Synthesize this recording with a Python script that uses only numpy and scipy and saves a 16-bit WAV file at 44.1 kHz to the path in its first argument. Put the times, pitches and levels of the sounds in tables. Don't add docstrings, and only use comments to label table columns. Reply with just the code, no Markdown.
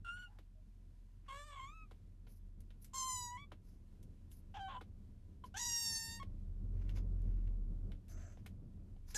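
import sys
import numpy as np
from scipy import signal
from scipy.fft import rfft, irfft
from scipy.io import wavfile
from scipy.ndimage import uniform_filter1d

SR = 44100
rng = np.random.default_rng(int(sys.argv[2]) if len(sys.argv) > 2 else 0)


def invert_db(level):
    return 10 ** (np.asarray(level, dtype=float) / 20)


def materialize(psi):
    bounded = np.clip(np.atleast_2d(psi).T, -1, 1)
    quanta = np.round(bounded * 32767).astype(np.int16)
    wavfile.write(sys.argv[1], SR, quanta)


N = 404397
T = np.arange(N) / SR


def level(x, db=0):
    return x * invert_db(db) / np.sqrt(np.mean(x ** 2))


def band(x, lo_hz, hi_hz):
    sos = signal.butter(3, [lo_hz, min(hi_hz, .45 * SR)], "band", fs=SR, output="sos")
    return signal.sosfilt(sos, x)


def noise_band(lo_hz, hi_hz, db=0):
    return level(band(rng.standard_normal(N), lo_hz, hi_hz), db)


def walk(rate, size=N):
    k = max(int(SR / rate), 1)
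    noise = rng.standard_normal(size + 2 * k)
    return level(uniform_filter1d(uniform_filter1d(noise, k), k))[k:k + size]


def coloured(points):
    hz, db = np.transpose(points)
    f = np.maximum(np.arange(N // 2 + 1) * SR / N, 1)
    weight = invert_db(np.interp(np.log(f), np.log(hz), db, -90, -90))
    return irfft(rfft(rng.standard_normal(N)) * weight, N)


def played(table, edge_s):
    s, *columns = np.transpose(table)
    span = slice(max(int(s[0] * SR), 0), min(int(s[-1] * SR), N))
    t = T[span]
    still_sounding = s[-1] > T[-1] - .01
    fade = np.clip(np.minimum(t - s[0], s[-1] - t + still_sounding) / edge_s, 0, 1)
    return span, [np.interp(t, s, c) for c in columns], fade


def engine_line(hz, db, flutter_db, rate):
    phase = 2 * np.pi * np.cumsum(hz * (1 + .02 * walk(rate))) / SR
    return np.sqrt(2) * invert_db(db + flutter_db * walk(rate)) * np.sin(phase)


# (time [s], firing rate [Hz], boom [dB], road [dB])
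DRIVE = [(0.0, 38.66, -55, -71), (0.28, 38.27, -58, -75), (2.12, 36.32, -57, -74),
         (2.48, 36.17, -52.5, -71), (3.04, 35, -60.5, -71.5), (4.72, 30, -57.5, -66.5),
         (5.62, 27.99, -61.5, -67.5), (5.9, 29.23, -73, -65.5), (6.28, 30.86, -49.5, -63.5),
         (6.49, 35.73, -45.5, -63), (6.79, 41.6, -39, -56.5), (7.1, 41.33, -38.5, -57.5),
         (7.33, 40.35, -36.5, -60.5), (7.94, 35.4, -45, -61.5), (8.04, 34.4, -60.5, -64.5),
         (8.17, 33.6, -45.5, -61.5), (8.4, 31.4, -61.5, -64), (9.17, 28.4, -50.5, -67.5)]
# (frequency [Hz], spectrum level [dB per Hz])
ROAD_SPECTRUM = [(12, -40), (20, -4), (32, -6.5), (48, -6.5), (56, -7.5), (65, -18.5), (96, -9.5),
                 (146, -25), (188, -18.5), (238, -26), (608, -44.5), (812, -53.5), (1500, -61),
                 (1950, -93.5), (3300, -120)]
# (frequency [Hz], spectrum level [dB per Hz])
HISS_SPECTRUM = [(410, -28), (700, -2), (821, -10.5), (999, -2), (1100, -8.5), (1550, -8.5), (13200, -18.5)]


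def car():
    s, *controls = np.transpose(DRIVE)
    firing_hz, boom_db, road_db = (np.interp(T, s, c) for c in controls)
    boom = engine_line(firing_hz, boom_db, flutter_db=0.74, rate=9)
    drone_db = -57.5 + 0.37 * (boom_db + 56.5) + 0.65 * (road_db + 66.5)
    drone = invert_db(-3) * engine_line(firing_hz + 47.3, drone_db, flutter_db=0.5, rate=14)
    rumble = coloured(ROAD_SPECTRUM)
    rumble = rumble / np.std(band(rumble, 127.2, 330))
    rumble = signal.sosfilt(signal.butter(2, 60, "high", fs=SR, output="sos"), rumble)
    road = rumble * invert_db(road_db + 3 + 2.01 * walk(18))
    hiss = level(coloured(HISS_SPECTRUM), -85) * invert_db(walk(12))
    return boom + drone + road + hiss


# (frequency [Hz], gain [dB])
TRACT = [(500, -6), (1700, -4), (2300, -11), (3100, 2), (3900, -4), (5500, -5.5), (7000, -2.5), (8300, -6),
         (9200, -2.5), (10500, -13), (12000, -12), (13500, -25)]


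def tract_db(f, throat_db, mouth_db, mouth_hz):
    opened = 1 / (1 + np.exp((3780 - f) / 120))
    peak_db = 9 * np.exp(-((f - mouth_hz) / 900) ** 2)
    base_db = (1 - opened) * (throat_db - 1) + opened * (mouth_db - 8 + peak_db)
    hz, db = np.transpose(TRACT)
    return base_db + np.interp(np.log(f), np.log(hz), db)


# (time [s], depth [0-1])
DOUBLING = [
    (1.28, 0),
    (1.33, 0.26),
    (1.4, 1),
    (1.5, 0.66),
    (1.56, 0),
]


def mew(table, voice, hiss):
    span, (hz, first_db, open_db, rough), fade = played(table, 0.0032)
    rough, n = np.clip(rough, 0, 1), len(hz)
    second_start, second_end, throat, mouth_start, mouth_end = voice
    second_db = first_db + np.linspace(second_start, second_end, n)
    mouth_hz = np.linspace(mouth_start, mouth_end, n)
    throat_db, mouth_db = first_db + throat + 0.26 * open_db, first_db + open_db

    waver = .002 * walk(41, n) + (0.0009 + .05 * rough) * walk(360, n)
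    phase = 2 * np.pi * np.cumsum(hz * (1 + waver)) / SR
    partials = invert_db(first_db) * np.sin(phase)
    partials += invert_db(second_db + 1.6 * walk(30, n)) * np.sin(2 * phase)
    for k in range(3, 19):
        strength = invert_db(tract_db(k * hz, throat_db, mouth_db, mouth_hz) + 1.7 * walk(35, n))
        partials += strength * (k * hz < 14500) * np.sin(k * phase + 0.19 * k)

    half = np.clip(np.interp(T[span], *np.transpose(DOUBLING), 0, 0) + 0.18 * rough, 0, 1)
    alternation = 1 + half * invert_db(3.5 * walk(40, n)) * np.cos(phase / 2)
    shimmer = 1 + .6 * rough * walk(230, n)
    voiced = np.sqrt(2) * partials * alternation * shimmer * np.sqrt(1 - rough)

    air = invert_db(first_db - 14.5) * hiss[0][1][span]
    for f, noise in hiss[1:]:
        air += invert_db(tract_db(f + 0 * hz, throat_db, mouth_db, mouth_hz) - 2.5) * noise[span]
    leak = rough * air * (1 + 0.33 * np.cos(phase))
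    return span, fade * (voiced + leak)


# (time [s], pitch [Hz], effort [dB], mouth opening [dB], roughness [0-1])
SQUEAK = [(.045, 1460, -55, -11, 0.54), (.055, 1374, -50.5, -19, 0.33), (.097, 1391, -47, -21, 0.23),
          (.15, 1435, -55, -13, 0), (0.181, 1458, -53.5, -18, 0.39), (.2, 1467, -56, -10, 0.02),
          (0.226, 1460, -59, -10, 0.35), (.25, 1450, -57, -15, 0), (.285, 1370, -81, -33, 0)]
AFTER_SQUEAK = [(.27, 802, -74, -30, .5), (.33, 893, -63.5, -33, 1), (.4, 820, -76, -30, .5)]
MURMUR = [(.55, 630, -82, -30, .35), (.585, 620, -74, -30, .3), (.63, 600, -84, -30, .35)]
WARBLE = [(1.28, 1137, -52.5, -18, 0.88), (1.301, 1074, -48.5, -16.5, 0.46),
          (1.389, 1153, -55.5, -10.5, 0.15), (1.473, 1210, -62.5, -5, 0.14),
          (1.555, 1095, -51, -20.5, 0.49), (1.64, 1055, -53, -16.5, 0.27), (1.747, 1308, -63, -17, 0.037),
          (1.83, 1268, -62.5, -27, 0.026), (1.88, 1150, -91, -30, 0.039)]
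CRY = [(2.933, 1029, -49, -6.5, 0.56), (2.955, 1062, -48, 5, 0.25), (3.081, 1031, -49, 4.5, 0.1),
       (3.12, 1015, -53, 9, 0.088), (3.227, 976, -56.5, 10.5, .05), (3.292, 964, -55, -2, 0.041),
       (3.367, 997, -55, -15, .04), (3.375, 1024, -55, -17, 0.28)]
CRY_END = [(3.373, 1100, -60.5, -17, 0.3), (3.414, 1143, -61.5, -14, 0), (3.445, 1145, -64, -16, 0.031),
           (3.458, 1120, -102, -3, 0.018)]
CROAK = [(4.54, 798, -46.5, -25.5, 0.94), (4.584, 812, -47, -30, 0.66), (4.612, 784, -48, -26, .12),
         (4.68, 765, -50.5, -28, .05), (4.693, 776, -47, -33, 1), (4.74, 833, -49.5, -48, 0.92),
         (4.776, 758, -51.5, -30, 0.79)]
CROAK_TOP = [(4.68, 1120, -56, -22, .5), (4.7, 1093, -51, -34, 0.43), (4.751, 996, -51.5, -33, 0.61),
             (4.78, 1000, -51.5, -32, 0.25), (4.8, 1034, -72, -13, 0.12)]
GULP = [(5.438, 1050, -43.5, -28, .2), (5.45, 990, -61.5, -41, 0.062), (5.464, 946, -80, -30, .05)]
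YELL = [(5.54, 721, -60, -7, 0.52), (5.555, 771, -47.5, -20, .4), (5.577, 914, -52.5, 9.5, 0.58),
        (5.604, 954, -54.5, 11.5, 0.3), (5.661, 962, -56, 14.5, 0.17), (5.772, 933, -58.5, 20.5, 0.12),
        (5.959, 903.6, -64.5, 24, 0.022), (6.164, 921, -64, 13, 0.1), (6.197, 916, -66, 2.5, .1)]
YELL_END = [(6.197, 1067, -55, -2, 0.091), (6.206, 1110, -51.5, -24, 0.088), (6.227, 1081, -51, -22, 0.12),
            (6.25, 1040, -105, 0.5, .15)]
LAST_CRY = [(9.143, 833, -64, 22, .5), (9.149, 828, -56.5, 14.2, .4), (9.17, 843, -57.5, 19, .4)]
# (2nd partial at start [dB], 2nd partial at end [dB], throat [dB],
# mouth resonance at start [Hz], mouth resonance at end [Hz])
VOICES = [(-13, 0, -4.5, 8900, 8000), (-16, -4, -6.5, 8900, 6300), (-18.5, -5, -13.5, 7100, 6600),
          (-3, -3, 0.5, 5100, 4000), (-15.5, -5, -8, 6000, 1800), (-23, -28, -5, 3400, 5500),
          (-2, 7.5, -3.5, 6330, 4100), (-12, -10.5, -5, 4700, 5800), (6, 16.5, -11, 7500, 5900),
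          (-30, -27, -28, 5500, 5500), (-39, -23, -5, 6000, 8500), (-24, -11, -26, 5100, 4900)]
# (lower edge [Hz], upper edge [Hz])
POCKET_HZ = (8550, 9800)


def mews():
    out = np.zeros(N)
    hiss = [(f, noise_band(f - 500, f + 500)) for f in np.arange(1100., 13500, 1000)]
    calls = (SQUEAK, WARBLE, CRY, CRY_END, CROAK, GULP, YELL, YELL_END, LAST_CRY, MURMUR,
             CROAK_TOP, AFTER_SQUEAK)
    for table, voice in zip(calls, VOICES):
        span, sound = mew(table, voice, hiss)
        out[span] += sound
    pocket = signal.butter(3, POCKET_HZ, "bandstop", fs=SR, output="sos")
    passed = signal.sosfilt(pocket, out)
    return passed + invert_db(-24) * (out - passed)


def taps(events, plop_db, focus_db, decay_ms):
    out, t = np.zeros(N), np.arange(2600) / SR
    shape = (1 - np.exp(-t / 0.0008)) * (np.exp(-t * 1000 / decay_ms) + 0.17 * np.exp(-t / 0.0235))
    plop_hz = 300 + 1500 * np.exp(-t / 0.00289)
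    plop = np.sin(2 * np.pi * np.cumsum(plop_hz) / SR) * np.exp(-t / 0.015)
    for s, peak_db, bright in events:
        low_db, mid_db, top_db = -focus_db * (np.arange(-1, 2) - bright) ** 2
        noise, drift = rng.standard_normal((2, len(t)))
        crackle = noise * invert_db(4.8 * uniform_filter1d(drift, size=40) * np.sqrt(40))
        burst = level(band(crackle, 331, 820), low_db)
        burst += level(band(crackle, 1480, 3850), mid_db)
        burst += level(band(crackle, 5360, 17000), top_db)
        hit = invert_db(peak_db) * (burst * shape + invert_db(low_db + plop_db) * plop)
        i = int(s * SR)
        out[i:i + len(t)] += hit[:N - i]
    return out


# (time [s], peak level [dB], brightness [-1 dull to 1 bright])
SMACKS = [
    (.387, -62.5, -0.47),
    (1.911, -60.5, -0.37),
    (3.518, -54.5, -0.84),
    (4.81, -54, -0.77),
    (5.439, -62, -0.247),
    (6.229, -58.5, -.6),
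    (8.461, -55.5, 0.34),
]


def lip_smacks():
    return taps(SMACKS, plop_db=4, focus_db=4.5, decay_ms=5)


# (peak time [s], rise [s], fall [s], level [dB], brightness [dB])
PANTS = [(1.281, 0.054, 0.0091, -84, -11), (2.3, .04, .11, -83, 7.5), (2.846, .05, 0.028, -76, 10.5),
         (3.688, 0.077, .11, -87.5, 3), (4.35, 0.06, .07, -81, 9), (5.458, .015, .045, -78, 1.5),
         (6.895, 0.018, 0.046, -74, -3.5), (6.971, 0.04, 0.053, -70, -5), (6.83, .12, 0.083, -87, -9.5),
         (7.33, 0.24, .25, -92, -8.5), (8.088, .012, 0.074, -76.5, 4), (8.22, .12, 0.23, -82, -7),
         (9.105, 0.046, 0.048, -68.5, 1), (9.14, 0.025, 0.016, -66, -3.5)]


def pants():
    out = np.zeros(N)
    low = noise_band(650, 2730)
    middle = level(noise_band(4500, 6500) + noise_band(3700, 7150))
    top = noise_band(9800, 13200)
    grain = invert_db(3 * walk(110))
    for s, rise_s, fall_s, db, bright_db in PANTS:
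        swell = [(s - rise_s, -14), (s, 0), (s + fall_s, -14)]  # (time [s], level [dB])
        span, (swell_db,), fade = played(swell, 0.029)
        breath = invert_db(-bright_db) * low[span] + invert_db(bright_db) * top[span]
        breath += invert_db(4.5 - 0.57 * abs(bright_db)) * middle[span]
        out[span] += fade * grain[span] * invert_db(db + swell_db) * breath
    return out


# (time [s], peak level [dB], brightness [-1 dull to 1 bright])
CLAWS = [(2.2673, -57.5, -0.74), (2.605, -65, 1), (2.7044, -61.5, -0.21), (2.8444, -53, 1),
         (4.0272, -64.5, 1), (4.316, -61.5, 1), (5.454, -72, 0.29), (6.8922, -56, -.2),
         (6.9721, -51, -0.94), (7.217, -72, 0.91), (7.472, -66.5, -0.3), (7.9167, -56.5, -0.28),
         (8.0815, -63.5, 0.66), (8.373, -60, -1.3), (8.9635, -67, -1.14), (9.1456, -41.5, 0.035)]


def claw_ticks():
    return taps(CLAWS, plop_db=-43, focus_db=8, decay_ms=3.46)


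# (centre [Hz], width [Hz], level [dB])
SILENT_BANDS = [
    (635, 140, 5),
    (1480, 444, 1.5),
    (2465, 700, -18),
    (6220, 594, 2.5),
    (7450, 790, -1.5),
]
# (time [s], level [dB])
SILENT_MEW = [
    (8.09, -75),
    (8.12, -78),
    (8.26, -75.5),
    (8.33, -81),
    (8.38, -93),
]


def silent_mew():
    out = np.zeros(N)
    span, (db,), fade = played(SILENT_MEW, 0.0086)
    air = np.zeros(N)
    for hz, width_hz, gain_db in SILENT_BANDS:
        air += noise_band(hz - width_hz / 2, hz + width_hz / 2, gain_db) * invert_db(1.7 * walk(25))
    out[span] = fade * invert_db(db) * air[span]
    return out


def cabin(near):
    t = np.arange(6000) / SR
    ring = rng.standard_normal(len(t)) * invert_db(-60 * t / .08) * (t > .0015)
    ring = ring / np.sqrt(np.sum(ring ** 2))
    return near + invert_db(-7) * signal.fftconvolve(near, ring)[:N]


def scene():
    near = mews() + lip_smacks() + pants() + claw_ticks()
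    mid = car() + cabin(near) + silent_mew()
    side = invert_db(-19) * band(mid, 3900, 15000) * walk(300)
    return np.array([mid + side, mid - side])


def band_limit(x):
    return signal.sosfilt(signal.butter(12, 13300, fs=SR, output="sos"), x)


def record(dry):
    return band_limit(dry)


dry = scene()
out = record(dry)
materialize(out)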